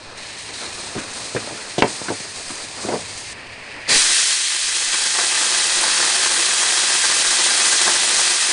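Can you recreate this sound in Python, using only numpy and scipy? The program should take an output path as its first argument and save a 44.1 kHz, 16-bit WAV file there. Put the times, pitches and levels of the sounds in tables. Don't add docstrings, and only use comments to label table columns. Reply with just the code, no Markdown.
import sys
import numpy as np
from scipy import signal
from scipy.fft import rfft, irfft, next_fast_len
from scipy.io import wavfile

SR = 44100
rng = np.random.default_rng(int(sys.argv[2]) if len(sys.argv) > 2 else 0)


def invert_db(x):
    u = np.asarray(x, float) / 20
    return 10 ** u


def int16_out(signal):
    q = np.round(np.clip(np.atleast_2d(signal).T, -1, 1) * 32767)
    wavfile.write(sys.argv[1], SR, q.astype(np.int16))


N = 375732


# (time [s], hiss level [dB], roar level [dB])
JET_LEVELS = [(3.876, -40, -40), (3.887, -30, -34), (3.891, -18.5, -28), (3.97, -12.5, -32),
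              (4.07, -16.5, -33), (4.14, -15, -35), (4.22, -17, -37.5), (4.57, -21, -41),
              (4.9, -19.5, -34.5), (5.15, -19, -32.5), (5.8, -17.5, -28), (6.8, -17.5, -30.5),
              (7.8, -16, -28), (8.0, -17.5, -28.5), (8.52, -17, -30.5)]
JET_HISS_COLOUR = [(760, -22), (1300, -6), (1830, 3), (2180, 1.5), (2500, 4.5), (2840, 1.5), (3230, 6.5),
                   (3540, 4.5), (4020, 7), (6000, 5), (8940, 5.5), (9900, 4.5), (12900, -77), (21800, -120)]
JET_ROAR_COLOUR = [(59, -65), (100, -22), (233, -9.5), (284, -14.5), (334, -6), (380, -5), (417, -9.5),
                   (479, -4), (647, -6), (710, 0), (762, -3), (1310, -2.5), (1600, -0.5), (2080, -10.5),
                   (3520, -120)]
# (frequency [Hz], width [Hz], lift [dB])
JET_RINGING = [(271, 22, 4), (355, 38, 5), (867, 18, 5), (1054, 38, 5), (1191, 32, 5), (1600, 59, 4),
               (1766, 30, 4), (1884, 30, 3), (2000, 50, 5), (2573, 25, 5), (2709, 38, 4), (3270, 40, 2.5),
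               (3950, 59, 2.5), (4149, 50, 2), (4639, 38, 2.5), (4855, 50, 2), (5066, 54, 2),
               (6292, 54, 2.5), (6454, 48, 3), (8252, 48, 2.5)]
# (time [s], lift before the swell's own height [dB])
CHUFFS = [(4.77, -4), (5.18, 10), (5.41, 6), (5.74, 0.5), (5.84, 0), (6.19, 0), (7.56, 1), (7.73, 3),
          (7.87, 7.5)]
CHUFF_RISE_S, CHUFF_FALL_S = 0.011, 0.021
HISS_FOLLOWS = 0.12

# (time [s], dull push level [dB], blast in the nozzle level [dB])
PUFF_LEVELS = [(3.875, -47, -34), (3.886, -29, -24), (3.891, -28.5, -16), (3.93, -28, -19),
               (3.96, -30, -18), (3.99, -45, -42), (4.1, -64, -43), (4.3, -70, -51)]
# (frequency [Hz], width [Hz], relative gain [dB])
BLAST_RESONANCES = [(1860, 200, -4), (2420, 350, -6), (4620, 510, -2.5)]

# (time [s], fine fizz level [dB], hiss level [dB], sag [dB per s])
FLARES = [(.17, -42, -39, 11), (.26, -43, -43, 23), (.38, -37.5, -38, 42), (.53, -35.5, -34.5, 20),
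          (.72, -38.5, -38.5, 0), (1.13, -34, -34.5, 23), (1.45, -48, -44, 24), (1.87, -33.5, -36, 30),
          (2.03, -35, -39, 39), (2.34, -38, -41.5, 25), (2.49, -36.5, -41, 41), (2.8, -33.5, -36, 45),
          (3.08, -40.5, -47, 50), (3.17, -33.5, -47, 200), (3.29, -45, -48, 38)]
FLARE_RISE_S = 0.0074
DOWN_TUBE_S, MUFFLE_S = 3.335, 0.0096
EMBER_FIZZ_DB, EMBER_HISS_DB = -50, -44
FUSE_HISS_COLOUR = [(1710, -47), (2900, -12), (3140, -4.5), (3530, -2.5), (4190, 2), (4830, -2.5),
                    (5200, -3), (6760, -27.5), (11400, -120)]
FUSE_FIZZ_COLOUR = [(3120, -53), (5300, -10.5), (6280, -1.5), (7390, -3.5), (8530, 0), (9900, -5.5),
                    (12900, -52), (21800, -120)]
# (frequency [Hz], width [Hz], lift [dB])
FUSE_PEAK_EARLY = [(4020, 500, 2.3)]
FUSE_PEAK_LATE = [(4780, 600, 4.6)]
CLIMB_FROM_S, CLIMB_S = 0.64, 1.6
# (time [s], level [dB])
HOLLOW_LEVELS = [(0, -49), (.15, -46), (.19, -39), (2.9, -40), (3.25, -38.5), (3.7, -38), (3.875, -34)]
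# (frequency [Hz], width [Hz], relative gain of each of two passes [dB])
NOZZLE_RESONANCES = [(1697, 410, 2), (2475, 1120, 1)]

# (time [s], thud peak [dB], slap against thud [dB],
# heel weight [dB per octave below 420 Hz], contact t60, at least 0.01 [s])
STEPS = [(0.952, -19, -23, 13, 0.095), (0.962, -17, -20, 23, 0.08), (.979, -19, -0.5, 8, 0.1),
         (1.349, -9, -15, 5, 0.096), (1.364, -12, 1, -1, 0.076), (1.444, -22, -13, -11, .04),
         (1.474, -17.5, -24, -25, 0.03), (1.509, -19.5, -13, -13, 0.062), (1.524, -20, -17, -14, 0.033),
         (1.549, -25, -15, -5, .04), (1.782, -2.5, -11.5, -1, 0.047), (1.822, 9.5, -1.8, -12, 0.021),
         (1.834, -5, -17, -8, 0.055), (1.843, -1, -19, -8, 0.029), (1.857, -21.5, 3, -1, 0.28),
         (2.016, -14, -17, -16, 0.022), (2.084, -15, 4, -2.5, 0.058), (2.103, -8, -25, -6, 0.074),
         (2.115, -14, -23, -4, 0.066), (2.203, -21, -8, 4, 0.041), (2.503, -22.5, 2.5, 9, 0.096),
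         (2.85, -15, -20, 22, 0.037), (2.87, -18, -20, 4, .06), (2.887, -8.5, -9, -17, 0.059),
         (2.922, -12, -4.5, -12, .05), (2.938, -8.5, -31, -16, 0.069), (2.961, -12.5, -12, -6, 0.044)]
# (frequency [Hz], level before heel weight [dB], t60 [s])
SOLE_MODES = [(115, -43, 0.04), (225, -19, 0.034), (374, -2.5, 0.046), (468, 0.5, 0.018), (655, 4, 0.0094),
              (870, -11, 0.017)]
SLAP_HZ, SLAP_OCTAVES_PER_DB = 1390, .02
# (time [s], length [s], level [dB])
SKIDS = [(0.972, .035, -33), (1.779, .032, -26.5)]
SKID_COLOUR = [(1200, -25), (1900, -3), (3200, -1), (4600, -6), (6500, -5), (9900, -13), (12900, -50),
               (21800, -120)]
# (time [s], level [dB])
SHUFFLE_LEVELS = [(0.0, -42), (.17, -40.5), (.69, -37), (1.49, -36), (2.95, -40), (3.11, -43), (3.9, -41.5)]
GRIT_COLOUR = [(76, -42), (130, -16), (184, -3), (303, -0.5), (424, 0), (682, -0.5), (805, -2), (1700, -3),
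               (2060, -26), (2490, -1.5), (2800, -21), (3640, -41), (6160, -120)]
# (time [s], level [dB])
SLIDE_LEVELS = [(2.76, -53), (2.786, -49), (2.834, -38), (2.86, -33.5), (2.94, -20.5), (2.98, -33),
                (3.02, -38), (3.06, -48)]
SLIDE_COLOUR = [(88, -44), (150, -14), (210, 3), (297, -6.5), (396, 1.5), (1600, -19.5), (2080, -51),
                (3520, -120)]

# (time [s], level [dB])
YARD_LEVELS = [(0.0, -47), (.45, -46), (1.07, -43), (1.9, -49.5), (3.0, -41.5), (3.89, -49), (4.05, -55),
               (4.48, -62.5), (8.52, -68)]
YARD_COLOUR = [(26, -43.5), (45, -12.5), (109, -3.5), (171, -11.5), (286, -16), (312, -20), (444, -10),
               (478, -13), (1020, -9.5), (1170, -14), (1500, -32), (1950, -54), (3300, -120)]
# (frequency [Hz], width [Hz], lift [dB])
FAR_DRONE = [(104, 7.6, 6.5)]

# (sag time [s], return time [s], return before swell height [dB])
SUPPLY_SAGS = [(-.14, .068, -34), (.745, .965, -38), (1.647, 1.663, -48), (2.36, 2.47, -37),
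               (3.15, 3.465, -41), (3.75, 3.955, -24), (4.64, 4.873, -38), (5.54, 5.77, -35),
               (6.16, 6.375, -50), (7.04, 7.274, -36), (7.94, 8.165, -40)]
SAG_DB, DIP_DB = -41, -44.5
SAG_RISE_S, BACK_RISE_S, DIP_RISE_S, DIP_AFTER_S = .008, .016, .016, .135
RIPPLE_HZ, RIPPLE_SHARPNESS = 30, 9
RIPPLE_DB, RIPPLE_SAGGING_DB = -62.5, 7.5


def rms_one(x):
    return x / np.sqrt(np.mean(x ** 2) + 1e-20)


def gains(rows):
    times, *columns = np.transpose(rows)
    t = np.arange(N) / SR
    return [invert_db(np.interp(t, times, column, left=-200, right=-200)) for column in columns]


def drift(rate):
    r = np.exp(-40 * np.pi * rate / SR)
    chance = rng.standard_normal(N // 20 + 4002)
    slow = signal.lfilter([1], [1, -2 * r, r * r], chance)[4000:]
    return np.interp(np.arange(N) / 20, np.arange(len(slow)), rms_one(slow - slow.mean()))


def swell(t, rise, fall):
    t = np.maximum(t, 0)
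    return (1 - np.exp(-t / rise)) * np.exp(-t / fall) * 2


def grains(per_s, spread_db):
    sizes = invert_db(spread_db * np.minimum(rng.exponential(1, N), 3.2)) * rng.choice([-1, 1], N)
    return rms_one(sizes * (rng.random(N) < per_s / SR))


def coloured(source, spectrum, patchy_db):
    hz, level_db = np.transpose(spectrum)
    size = next_fast_len(N)
    octave = np.log2(np.arange(size // 2 + 1) * SR / size + 1)
    shaped = rfft(source, size) * invert_db(np.interp(octave, np.log2(hz), level_db))
    out = 0
    for centre in np.arange(np.log2(hz[0]), np.log2(min(hz[-2], SR / 4)) + .5, .5):
        share = np.clip(1 - 2 * np.abs(octave - centre), 0, 1)
        out = out + invert_db(patchy_db * drift(13.0)) * irfft(shaped * share, size)[:N]
    return rms_one(out)


def resonances(x, peaks):
    out = 0
    for k, (hz, width, level_db) in enumerate(peaks):
        r = np.exp(-np.pi * width / SR)
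        gain = (-1) ** k * invert_db(level_db) * (1 - r * r) / 2
        out = out + gain * signal.lfilter([1, 0, -1], [1, -2 * r * np.cos(2 * np.pi * hz / SR), r * r], x)
    return out


def lifted(x, peaks):
    hz = np.arange(N // 2 + 1) * SR / N
    lift_db = sum(level_db / (1 + (2 * (hz - f) / width) ** 2) for f, width, level_db in peaks)
    return irfft(rfft(x) * invert_db(lift_db), N)


def jet():
    t = np.arange(N) / SR
    hiss_gain, roar_gain = gains(JET_LEVELS)
    sputter = drift(40) + 0.1 * drift(5.3)
    chuff_db = sum(db * swell(t - s, CHUFF_RISE_S, CHUFF_FALL_S) for s, db in CHUFFS)
    chuff_db = chuff_db + 0.5 * drift(5.2)
    hiss_gain = hiss_gain * invert_db(HISS_FOLLOWS * chuff_db)
    roar_gain = roar_gain * invert_db(chuff_db)
    specks = grains(400, 3.0)
    hiss_source = (rng.standard_normal(N) + 0.3 * specks) * invert_db(0.58 * sputter)
    roar_source = (rng.standard_normal(N) + 0.86 * specks) * invert_db(2.0 * sputter)
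    hiss = coloured(hiss_source, JET_HISS_COLOUR, patchy_db=0.68)
    roar = coloured(roar_source, JET_ROAR_COLOUR, patchy_db=-0.7)
    return patio(hiss_gain * lifted(hiss, JET_RINGING) + roar_gain * lifted(roar, JET_RINGING))


def patio(x):
    t = np.arange(SR // 10) / SR
    echoes = rng.standard_normal(len(t)) * invert_db(-60 * t / 0.25) * (t > .002)
    echoes = echoes / np.sqrt(np.sum(echoes ** 2))
    return x + invert_db(-16) * signal.fftconvolve(x, echoes)[:N]


def puff():
    push_gain, blast_gain = gains(PUFF_LEVELS)
    gas = rng.standard_normal(N)
    band = signal.butter(2, [175, 600], "band", fs=SR, output="sos")
    push = rms_one(signal.sosfilt(band, gas))
    return push_gain * push + blast_gain * rms_one(resonances(gas, BLAST_RESONANCES))


def fuse():
    fizz_gain, hiss_gain = flares()
    hollow_gain, = gains(HOLLOW_LEVELS)
    spit = rng.standard_normal(N) + 0.3 * grains(600, 4.8)
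    spit = spit * invert_db(0.5 * drift(38) + 0.84 * drift(17))
    late = np.clip((np.arange(N) / SR - CLIMB_FROM_S) / CLIMB_S, 0, 1)
    plain = coloured(spit, FUSE_HISS_COLOUR, patchy_db=0.16)
    early_hiss = rms_one(lifted(plain, FUSE_PEAK_EARLY))
    late_hiss = rms_one(lifted(plain, FUSE_PEAK_LATE))
    hiss = (1 - late) * early_hiss + late * late_hiss
    fizz = coloured(spit, FUSE_FIZZ_COLOUR, patchy_db=0.2)
    hollow = rms_one(resonances(resonances(spit, NOZZLE_RESONANCES), NOZZLE_RESONANCES))
    return fizz_gain * fizz + hiss_gain * hiss + hollow_gain * hollow


def flares():
    t = np.arange(N) / SR
    fizz_power, hiss_power = np.zeros((2, N))
    for s, fizz_db, hiss_db, sag in FLARES:
        shape = np.clip((t - s) / FLARE_RISE_S, 0, 1) * invert_db(-sag * np.maximum(t - s, 0))
        fizz_power += (invert_db(fizz_db) * shape) ** 2
        hiss_power += (invert_db(hiss_db) * shape) ** 2
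    in_open = np.clip((DOWN_TUBE_S - t) / MUFFLE_S, 0, 1)
    burning = t < HOLLOW_LEVELS[-1][0]
    fizz_gain = burning * np.sqrt(fizz_power * in_open + invert_db(EMBER_FIZZ_DB) ** 2)
    hiss_gain = burning * np.sqrt(hiss_power * in_open + invert_db(EMBER_HISS_DB) ** 2)
    return fizz_gain, hiss_gain


def steps():
    out = np.zeros(N)
    t = np.arange(SR // 4) / SR
    chance = rng.standard_normal((len(STEPS), len(t)))
    for (s, peak_db, slap_db, heel_db, t60), noise in zip(STEPS, chance):
        contact = noise * (1 - np.exp(-t / 0.0023)) * invert_db(-60 * t / max(t60, .01))
        contact += 0.76 * np.sin(np.pi * np.minimum(t / 0.00042, 1))
        thud = 0
        for hz, level_db, ring in SOLE_MODES:
            r, w = invert_db(-60 / (ring * SR)), 2 * np.pi * hz / SR
            weight_db = heel_db * np.log2(420 / hz)
            mode = signal.lfilter([0, np.sin(w)], [1, -2 * r * np.cos(w), r * r], contact)
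            thud = thud + invert_db(level_db + weight_db) * mode
        slap_hz = SLAP_HZ * 2 ** (SLAP_OCTAVES_PER_DB * peak_db)
        band = signal.butter(2, [slap_hz / 1.6, slap_hz * 1.7], "band", fs=SR, output="sos")
        slap = signal.sosfilt(band, contact * invert_db(-60 * t / 0.16))
        blow = thud / np.abs(thud).max() + invert_db(slap_db) * slap / np.abs(slap).max()
        at = round(s * SR)
        out[at:at + len(t)] += invert_db(peak_db) * blow
    return signal.sosfilt(signal.butter(4, 100, "high", fs=SR, output="sos"), out)


def skids():
    t = np.arange(N) / SR
    edge_s = 0.0024
    gain = sum(invert_db(db) * np.clip(np.minimum(t - s, s + length - t) / edge_s, 0, 1) for s, length, db in SKIDS)
    spray = grains(1500, 5.4) + .6 * rng.standard_normal(N)
    return gain * coloured(spray, SKID_COLOUR, patchy_db=-2.5)


def wall(x):
    t = np.arange(SR // 8) / SR
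    scatter = rng.standard_normal(len(t)) * invert_db(-60 * t / 0.13) * (t > .003)
    echoes = signal.lfilter([.3], [1, -.7], scatter)
    echoes = echoes / np.sqrt(np.sum(echoes ** 2))
    return x + invert_db(-16) * signal.fftconvolve(x, echoes)[:N]


def shuffle():
    grit = (grains(900, 3.3) + 1.5 * rng.standard_normal(N)) * invert_db(2.0 * drift(7.9))
    slide = (0.82 * grains(500, 2.2) + 0.98 * rng.standard_normal(N)) * invert_db(0.85 * drift(40))
    dragging = gains(SHUFFLE_LEVELS)[0] * coloured(grit, GRIT_COLOUR, patchy_db=1.0)
    return dragging + gains(SLIDE_LEVELS)[0] * coloured(slide, SLIDE_COLOUR, patchy_db=2.5)


def yard():
    hum = coloured(rng.standard_normal(N), YARD_COLOUR, patchy_db=1.5)
    return gains(YARD_LEVELS)[0] * rms_one(lifted(hum, FAR_DRONE))


def supply_bumps():
    t = np.arange(N) / SR
    out, sagging = np.zeros((2, N))
    for s, back, back_db in SUPPLY_SAGS:
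        sag_db = SAG_DB + min(back_db - SAG_DB, 0)
        out -= invert_db(sag_db) * swell(t - s, SAG_RISE_S, SAG_RISE_S * 1.6)
        out += invert_db(back_db) * swell(t - back, BACK_RISE_S, BACK_RISE_S * 1.9)
        out -= invert_db(DIP_DB) * swell(t - back - DIP_AFTER_S, DIP_RISE_S, DIP_RISE_S * 1.6)
        sagging += np.clip(np.minimum(t - s, back - t) / .03, 0, 1)
    ripple = np.exp(RIPPLE_SHARPNESS * np.cos(2 * np.pi * RIPPLE_HZ * t))
    ripple_db = RIPPLE_DB + RIPPLE_SAGGING_DB * sagging + 0.8 * drift(3.0)
    out += invert_db(ripple_db) * rms_one(ripple - ripple.mean())
    return signal.sosfilt(signal.butter(1, 4.0, "high", fs=SR, output="sos"), out)


def scene():
    motor = fuse() + puff() + jet()
    feet = wall(steps() + skids()) + shuffle()
    return (motor + feet + yard() + supply_bumps())[None]


def low_pass(x):
    return signal.sosfilt(signal.butter(12, 11230, fs=SR, output="sos"), x)


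def record(dry):
    rounded = dry / (1 + (dry / .85) ** 4) ** (1 / 4)
    steep = signal.ellip(12, .5, 85, 10040, fs=SR, output="sos")
    return low_pass(signal.sosfilt(steep, rounded))


dry = scene()
out = record(dry)
int16_out(out)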